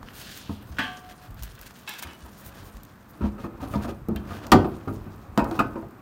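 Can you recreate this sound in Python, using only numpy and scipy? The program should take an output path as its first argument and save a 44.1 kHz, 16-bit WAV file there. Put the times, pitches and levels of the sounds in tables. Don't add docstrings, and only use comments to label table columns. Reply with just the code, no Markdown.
import sys
import numpy as np
from scipy import signal
from scipy.fft import rfft, irfft
from scipy.io import wavfile
from scipy.ndimage import uniform_filter1d

SR = 44100
rng = np.random.default_rng(int(sys.argv[2]) if len(sys.argv) > 2 else 0)


def dump(signal):
    limited = np.clip(np.atleast_2d(signal).T, -1, 1)
    pcm = np.round(limited * 32767).astype(np.int16)
    wavfile.write(sys.argv[1], SR, pcm)


N = 265085


def gain_of(db):
    return 10 ** (np.asarray(db) / 20)


def evened(x):
    return x / np.sqrt(np.mean(x ** 2) + 1e-20)


def read(points, hz):
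    point_hz, value = np.transpose(points)
    return np.interp(np.log(hz + 1), np.log(point_hz + 1), value)


def along(curve, t):
    point_s, *columns = np.transpose(curve)
    return [np.interp(t, point_s, column) for column in columns]


def add(mix, start_s, sound):
    part = mix[round(start_s * SR):][:len(sound)]
    part += sound[:len(part)]


def shaped(x, field_db, size=256):
    overlap = size * 3 // 4
    hz, t, spectrum = signal.stft(x, SR, nperseg=size, noverlap=overlap)
    weighted = spectrum * gain_of(field_db(hz[:, None], t))
    return signal.istft(weighted, SR, nperseg=size, noverlap=overlap)[1][:len(x)]


def near_db(hz, centre_hz, octave_db):
    return -octave_db * np.log2((hz + 20) / centre_hz) ** 2


def grains(per_s, spread_db, count=N):
    size = gain_of(spread_db * np.minimum(rng.exponential(1, count), 5))
    slips = size * (rng.random(count) < per_s / SR)
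    return evened(slips * rng.standard_normal(count))


def ringing(modes, damping, centre_hz, octave_db, t):
    hz, db, t60 = np.transpose(modes)[:, :, None]
    place_db, twin, phase = rng.standard_normal((3,) + hz.shape)
    decay_db = -60 * t / (t60 * damping)
    level = gain_of(db + 2 * place_db + near_db(hz, centre_hz, octave_db) + decay_db)
    twin_hz = hz * (1 + .03 * twin)
    pair = np.sin(2 * np.pi * hz * t) + .6 * np.sin(2 * np.pi * twin_hz * t + 2 * phase)
    onset = 1 - np.exp(-t * 1500)
    return (level * pair).sum(0) * onset


def struck(ring, contact_s, peak_db):
    t = np.arange(2600) / SR
    size, chance = rng.standard_normal(len(t)), rng.random(len(t))
    rebounds = size * (chance < 700 / SR) * np.exp(-t / contact_s)
    force = rebounds + 1.2 * (t == 0)
    sound = signal.fftconvolve(force, ring)
    loudest = np.sqrt(uniform_filter1d(sound ** 2, size=441).max())
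    return gain_of(peak_db) * sound / loudest


# pitch_hz [Hz], density_db [dB per Hz]
HUSH_SPECTRUM = [(15, -35), (25, -8), (208, 1.5), (296, -13), (726, -10.5), (854, -14.5), (1060, -9),
                 (1430, -11), (2900, -27), (8830, -21.5), (10400, -24), (15200, -19.5), (16500, -59)]
HUSH_DB = -48.5


def hush():
    noise = shaped(rng.standard_normal(N), lambda hz, u: read(HUSH_SPECTRUM, hz) + 0 * u, size=2048)
    return gain_of(HUSH_DB) * evened(noise)


# pitch_hz [Hz], density_db [dB per Hz]
RUSTLE_SPECTRUM = [(470, 9), (800, 9), (908, -20), (1100, -16), (1510, 9.5), (2090, -2), (3480, -3),
                   (6890, -3.5), (7720, -9), (8980, -5), (15100, -15.5), (15900, -13), (16500, -46)]
# start_s [s], rustle_db [dB], panel_rub_db [dB], low_shaking_db [dB]
HANDLING = [(0.0, -53.5, -47.5, -45), (0.3, -35.5, -49, -49), (0.55, -50.5, -51, -46),
            (0.88, -44.5, -48, -44), (1.17, -47, -53, -51.5), (1.3, -52.5, -49, -39),
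            (1.46, -44, -58.5, -37), (1.85, -44, -53, -81), (2.23, -48.5, -52.5, -58),
            (2.6, -47, -46, -44.5), (3.0, -57.5, -56.5, -58.5), (3.25, -52, -46, -43), (3.5, -61, -45, -45),
            (3.78, -39.5, -37, -37.5), (4.05, -66, -53.5, -41), (4.28, -50, -40, -37),
            (4.56, -48, -40.5, -46), (5.0, -50.5, -46.5, -39), (5.36, -58.5, -47, -41),
            (5.56, -42.5, -34, -37), (5.88, -62.5, -49, -42.5), (6.01, -67, -45.5, -57)]
RUSTLE_TILT_DB = 5.5


def rustle():
    t = np.arange(N) / SR
    flicker_db = 1.9 * evened(uniform_filter1d(rng.standard_normal(N), size=350))
    patches = rng.standard_normal((129, N // 64 + 8))
    patches = uniform_filter1d(patches, size=40, axis=0)
    patches = evened(uniform_filter1d(patches, size=24, axis=1))

    def field(hz, u):
        colour_db = read(RUSTLE_SPECTRUM, hz) + RUSTLE_TILT_DB * np.log2(hz / 6000 + 0.013)
        return colour_db + 3.5 * patches[:, :len(u)]

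    cloth = evened(shaped(grains(9000, 1.24), field))
    return cloth * gain_of(along(HANDLING, t)[0] + flicker_db)


# pitch_hz [Hz], density_db [dB per Hz]
SHEET_SPECTRUM = [(120, -45), (200, 1), (416, -9), (529, -11), (763, -10.5), (1250, -9.5), (2170, -31),
                  (2560, -19), (3100, -42), (16000, -20)]


def drag():
    t = np.arange(N) / SR
    slips = grains(4000, 1.5)

    def field(hz, u):
        return read(SHEET_SPECTRUM, hz) - 6.1 * np.log2(1 + hz / 1800) + 0 * u

    return evened(shaped(slips, field, size=1024)) * gain_of(along(HANDLING, t)[1])


# pitch_hz [Hz], density_db [dB per Hz]
SHAKING_SPECTRUM = [(12, -54), (20, -24), (40, 4), (60, -3), (123, 1.5), (156, -9), (184, -16), (400, -46),
                    (520, -61), (880, -120)]


def bumps():
    t = np.arange(N) / SR
    lumps = shaped(grains(300, 3.1), lambda hz, u: read(SHAKING_SPECTRUM, hz) + 0 * u, size=4096)
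    return evened(lumps) * gain_of(along(HANDLING, t)[2])


# start_s [s], peak_db [dB], tilt_db [dB per octave]
TICKS = [(0.0294, -24.5, -10), (0.2144, -27, -4), (0.717, -47, -4), (0.7892, -22.5, -5.5),
         (1.3438, -33.5, 3), (1.393, -35.5, -4), (1.424, -24, -1.5), (1.4335, -18.5, 1), (1.552, -35, -3),
         (1.59, -34, -4), (1.613, -24, -0.5), (1.662, -33, -9.5), (1.708, -34, -6), (1.759, -38, -4),
         (1.8921, -14.5, 0), (1.937, -27, -4), (1.991, -23, -3.5), (2.025, -17.5, -4), (2.071, -28, -7.5),
         (2.133, -32.5, -7), (2.463, -28, 1), (2.7688, -31.5, -6.5), (2.833, -30, 4), (2.85, -33, 1),
         (3.835, -26, -8), (4.085, -30, 4), (4.16, -24, 0), (4.467, -24.5, -5.5), (4.5179, -3, -6),
         (5.3761, -10.5, -7), (5.443, -28, -4), (5.5121, -26.5, -6.5), (5.592, -25, -12.5)]
# pitch_hz [Hz], density_db [dB per Hz]
TICK_SPECTRUM = [(530, -34), (900, -8.5), (2410, -15.5), (3270, -6.5), (4950, -0.5), (7040, 4), (7660, 2.5),
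                 (15200, 6), (15900, -1), (16500, -35)]
TICK_S = 0.003


def tick(start_s, peak_db, tilt_db):
    t = np.arange(2048) / SR
    hz = np.fft.rfftfreq(len(t), 1 / SR)
    colour_db = read(TICK_SPECTRUM, hz) + tilt_db * np.log2(hz / 6000 + 0.0025)
    noise = irfft(rfft(rng.standard_normal(len(t))) * gain_of(colour_db))
    burst = noise * np.exp(-t / TICK_S) * (1 - np.exp(-t * 6000))
    strongest = np.sqrt(uniform_filter1d(burst ** 2, size=18).max())
    return start_s, gain_of(peak_db) * burst / strongest


FAINT_COUNT = 18
FAINT_DB, FAINT_SPREAD_DB, FAINT_TILT_DB = -43, 4, 4


def faint_ticks():
    when, size = rng.random((FAINT_COUNT, 2)).T
    start_s = when * N / SR
    peak_db = FAINT_DB + FAINT_SPREAD_DB * (2 * size - 1)
    return [(s, db, FAINT_TILT_DB) for s, db in zip(start_s, peak_db)]


# start_s [s], peak_db [dB], contact_s [s],
# damping [factor on t60], centre_hz [Hz], buzz_db [dB over the ring]
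SNAPS = [(.086, -38, .001, 0.056, 2030, -7), (.768, -40.5, 0.0058, 0.49, 2480, 6),
         (.785, -19.5, 0.002, 1.26, 1500, -4), (0.792, -24, 0.008, 1.07, 214, -15),
         (0.791, -31, 0.02, 1.36, 3040, -6), (1.875, -28, 0.0085, 1.45, 2980, 16),
         (1.931, -42, 0.012, 1.6, 3020, 21), (2.03, -36, 0.0047, 0.35, 1750, 9),
         (2.075, -42, 0.0089, 1.2, 1730, 3), (4.16, -34.5, 0.002, 0.27, 2440, -1)]
# [s, before damping]
LATCH_MODES = [(197, 0, .2), (248, 0, .3), (463, -8, .15), (650, -6, .15), (730, -10, 1.3), (880, -9, .3),
               (1168, -10, .6), (1500, 6, .07), (1556, -10, .4), (1640, -5, .3), (1740, -3, .25),
               (1850, -5, .15), (2431, -8, .2), (2762, -9, .22), (2961, -5, .3), (3070, -7, .3),
               (3165, -4, .33), (3330, -10, .25), (3601, -10, .15)]


def snap(start_s, peak_db, contact_s, damping, centre_hz, buzz_db):
    t = np.arange(SR // 2) / SR
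    ring = ringing(LATCH_MODES, damping, centre_hz, 6.0, t)

    def buzz_field(hz, u):
        return near_db(hz, centre_hz, 2.3) - 60 * u / (.3 * damping)

    buzz = shaped(rng.standard_normal(len(t)), buzz_field)
    latch = evened(ring) + gain_of(buzz_db) * evened(buzz)
    return start_s, struck(latch, contact_s, peak_db)


# start_s [s], length_s [s], level_db [dB, before the swell], tilt_db [dB per octave]
SWISHES = [(0.126, 0.13, -34, 7.5), (0.282, 0.089, -38.5, 6.5), (0.343, 0.066, -33.5, 8.5),
           (0.509, 0.044, -43, 7), (1.085, 0.051, -39.5, 3.5), (1.197, 0.094, -45.5, 3.5),
           (1.424, 0.043, -36, 11), (1.614, 0.029, -40, 5), (1.653, 0.031, -35.5, 6),
           (1.979, .028, -28.5, 7), (2.02, 0.025, -26, 8.5), (2.244, 0.032, -42, 9),
           (2.368, 0.067, -40.5, 11), (2.435, 0.072, -35.5, 12.5), (2.533, 0.09, -41.5, 4.5),
           (2.624, 0.089, -43, 9.5), (3.082, 0.042, -45, 21), (3.205, 0.1, -43.5, 1), (3.372, 0.11, -45, 3),
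           (3.599, 0.068, -40.5, 4), (3.693, 0.076, -40, 7), (3.811, 0.057, -37, 3.5),
           (3.872, 0.049, -37.5, 2.5), (4.26, 0.16, -39, 2), (4.417, 0.048, -38.5, 0.5),
           (4.92, 0.046, -44, 11)]


def swish(start_s, length_s, level_db, tilt_db):
    slips = grains(7000, 1.4, count=8192)
    t = np.arange(len(slips)) / SR

    def field(hz, u):
        return read(RUSTLE_SPECTRUM, hz) + tilt_db * np.log2(hz / 6000 + 0.0087) + 0 * u

    hiss = evened(shaped(slips, field))
    swell = abs(np.sin(np.pi * np.clip(t / length_s, 0, 1))) ** .8
    return start_s, gain_of(level_db) * hiss * swell


# start_s [s], length_s [s],
# level_db [dB, before the swell], first_hz [Hz], last_hz [Hz]
RUB = (0.2, 0.5, -41.5, 4900, 3300)


def rub(start_s, length_s, level_db, first_hz, last_hz):
    t = np.arange(SR * 3 // 4) / SR

    def field(hz, u):
        centre_hz = first_hz + (last_hz - first_hz) * np.clip(u / length_s, 0, 1)
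        return near_db(hz, centre_hz, 12.0)

    hiss = evened(shaped(rng.standard_normal(len(t)), field))
    swell = abs(np.sin(np.pi * np.clip(t / length_s, 0, 1) ** 0.37))
    return start_s, gain_of(level_db) * hiss * swell


# [Hz, at the onset]
THUMPS = [(0.498, -25.5, 91.3), (0.707, -27, 74.6), (1.292, -30.5, 109), (1.308, -26, 45.7),
          (1.417, -22, 56), (1.599, -33, 46.3), (2.056, -30, 83), (2.232, -29.5, 68), (2.461, -32, 67),
          (2.748, -26.5, 50), (3.227, -14, 75.4), (3.619, -28, 82.5), (3.766, -18.5, 83), (3.898, -26, 60),
          (4.095, -23, 103), (4.159, -21.5, 72), (4.301, -31, 97), (4.535, -28, 80.5), (4.561, -10, 106.6),
          (4.889, -43, 40.4), (5.387, -30, 66.4), (5.42, -20, 58)]
THUMP_T60_S, THUMP_T60_S_PER_DB = .38, .006


def thump(time_s, level_db, pitch_hz):
    t = np.arange(SR // 3) / SR
    t60 = max(THUMP_T60_S + THUMP_T60_S_PER_DB * level_db, .12)
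    envelope = gain_of(level_db - 60 * t / t60) * (1 - np.exp(-t / 0.0049))
    sagging = np.sin(2 * np.pi * pitch_hz * t * (1 - 1.04 * t))
    return time_s - .008, envelope * sagging


# start_s [s], clang_db [dB], thud_db [dB], clang_hz [Hz], thud_hz [Hz],
# damping [share of the free t60 left by the holding hand]
BLOWS = [(0.494, -34.5, -23, 730, 169, 0.58), (2.048, -43, -42.5, 1560, 315, 0.85),
         (2.249, -43, -41.5, 1280, 161, .45), (3.208, -33, -24, 767, 294, 1),
         (3.241, -34, -15.5, 790, 219, 0.37), (3.382, -39.5, -43, 900, 231, 0.35),
         (3.441, -31.5, -26, 960, 280, .6), (3.601, -40.5, -43, 830, 291, 0.77),
         (3.624, -33.5, -29, 526, 339, 0.78), (3.738, -26.5, -29, 790, 230, .6),
         (3.756, -45, -16, 729, 193, 0.34), (3.845, -31, -30, 705, 221, 0.73),
         (3.884, -30.5, -30, 735, 330, 0.34), (3.92, -46, -32, 1280, 207, 0.49),
         (4.086, -33, -18, 530, 228, 0.3), (4.108, -39, -18.5, 498, 195, 0.52),
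         (4.149, -42, -24, 478, 207, .8), (4.306, -34, -28, 1110, 180, 0.51),
         (4.442, -39.5, -33, 587, 245, 0.92), (4.519, -2.5, -9.5, 1380, 324, 0.59),
         (4.527, -14.5, -6.5, 600, 252, 0.63), (4.544, -16, -7.5, 552, 207, 0.75),
         (4.645, -25, -18.5, 584, 240, 0.45), (4.875, -27.5, -22.5, 593, 207, 0.77),
         (5.065, -43.5, -31, 675, 149, 1.0), (5.376, -16, -13, 900, 250, 0.51),
         (5.39, -19.5, -18.5, 1260, 342, 1), (5.45, -30.5, -24.5, 1110, 337, 1),
         (5.511, -29.5, -23.5, 900, 350, 0.36), (5.557, -44, -41, 576, 350, 0.63),
         (5.591, -13.5, -21, 1700, 431, 0.55), (5.603, -16.5, -16.5, 1000, 412, 0.22),
         (5.756, -32, -26, 656, 357, 0.57), (5.821, -37.5, -39, 483, 150, 0.62)]
# [s, free]
PANEL_MODES = [(100.4, -1.5, 0.29), (159.8, -4.5, 0.2), (207, -2.5, 0.25), (239.4, -3, 0.24),
               (265.3, -0.5, 0.19), (332, -2.5, 0.35), (417, -19, 0.23), (512.7, 1, 0.16), (576.6, 4, 0.14),
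               (670.6, 3, 0.15), (738, -5.5, 0.13), (860, -8, 0.082), (888, -5.5, 0.096), (935, 4, 0.2),
               (1026, -6, 0.088), (1170, -3.5, 0.11), (1238, 6.5, 0.14), (1343, -2, 0.16),
               (1512, -19, 0.67), (1506, -21, 0.19), (1830, -3.5, 0.086), (2080, -17, 0.32),
               (2520, -2, 0.092)]
# pitch_hz [Hz], t60_s [s]
SHEET_T60 = [(300, 0.65), (1200, 0.18), (3000, 0.11), (8000, 0.16), (15000, .08)]
SHEET_DB = 1.5
CONTACT_S, CONTACT_DOUBLING_DB = 0.0034, 17.5
CRACK_DB, CRACK_PER_DB = -3, 0.56
SPLIT_HZ = 430


def blow(start_s, clang_db, thud_db, clang_hz, thud_hz, damping):
    t = np.arange(SR // 3) / SR
    contact_s = CONTACT_S * 2 ** (-clang_db / CONTACT_DOUBLING_DB)
    low_modes = [mode for mode in PANEL_MODES if mode[0] < SPLIT_HZ]
    high_modes = [mode for mode in PANEL_MODES if mode[0] >= SPLIT_HZ]
    thud = ringing(low_modes, damping, thud_hz, 11.7, t)
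    ring = ringing(high_modes, damping, clang_hz, 5.0, t)

    def sheet_field(hz, u):
        decay_db = -60 * u / (read(SHEET_T60, hz) * damping)
        return read(SHEET_SPECTRUM, hz) + near_db(hz, clang_hz, 1.0) + decay_db

    sheet = shaped(rng.standard_normal(len(t)), sheet_field)
    band = signal.butter(1, [1800, 6500], "band", fs=SR)
    crack = signal.lfilter(*band, rng.standard_normal(len(t))) * np.exp(-t / 0.0093)
    crack_gain = gain_of(CRACK_DB + CRACK_PER_DB * clang_db)
    clang = evened(ring) + gain_of(SHEET_DB) * evened(sheet) + crack_gain * evened(crack)
    return start_s, struck(clang, contact_s, clang_db) + struck(thud, contact_s, thud_db)


# pitch_hz [Hz], t60_s [s]
GARAGE_T60 = [(100, 0.64), (500, 0.44), (2000, 0.26), (6000, 0.21), (14000, 0.069)]
GARAGE_DB = -16


def garage(x):
    taps = np.zeros(SR)
    slots = np.arange(400, SR - 20, 20)
    taps[slots + rng.integers(0, 20, len(slots))] = rng.choice([-1., 1.], len(slots))
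    tail = shaped(taps, lambda hz, u: -60 * u / read(GARAGE_T60, hz), size=512)
    return signal.fftconvolve(x, tail / np.linalg.norm(tail))[:N]


def scene():
    near, shaking = rustle() + drag(), bumps()
    all_ticks = TICKS + faint_ticks()
    for play, rows in ((tick, all_ticks), (snap, SNAPS), (swish, SWISHES), (rub, [RUB]), (blow, BLOWS)):
        for row in rows:
            add(near, *play(*row))
    for row in THUMPS:
        add(shaking, *thump(*row))
    return (near + gain_of(GARAGE_DB) * garage(near) + shaking + hush())[None]


# pitch_hz [Hz], gain_db [dB]
MIC_RESPONSE = [(3000, 0), (6000, -10.5), (7700, -11.5), (9000, -12.5), (10600, -16), (12000, -10),
                (15000, -8.5)]
EDGE_HZ = 16000


def record(dry):
    hz = np.linspace(0, SR / 2, num=129)
    port = signal.firwin2(129, hz, gain_of(read(MIC_RESPONSE, hz)), fs=SR)
    coloured = signal.oaconvolve(dry, port[None], "same")
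    coloured = signal.sosfilt(signal.butter(3, 38, "high", fs=SR, output="sos"), coloured)
    held = np.tanh(coloured / 1.34) * 0.91
    band_limit = signal.firwin(151, EDGE_HZ, window=("kaiser", 9), fs=SR)
    return signal.oaconvolve(held, band_limit[None], "same")


dry = scene()
out = record(dry)
dump(out)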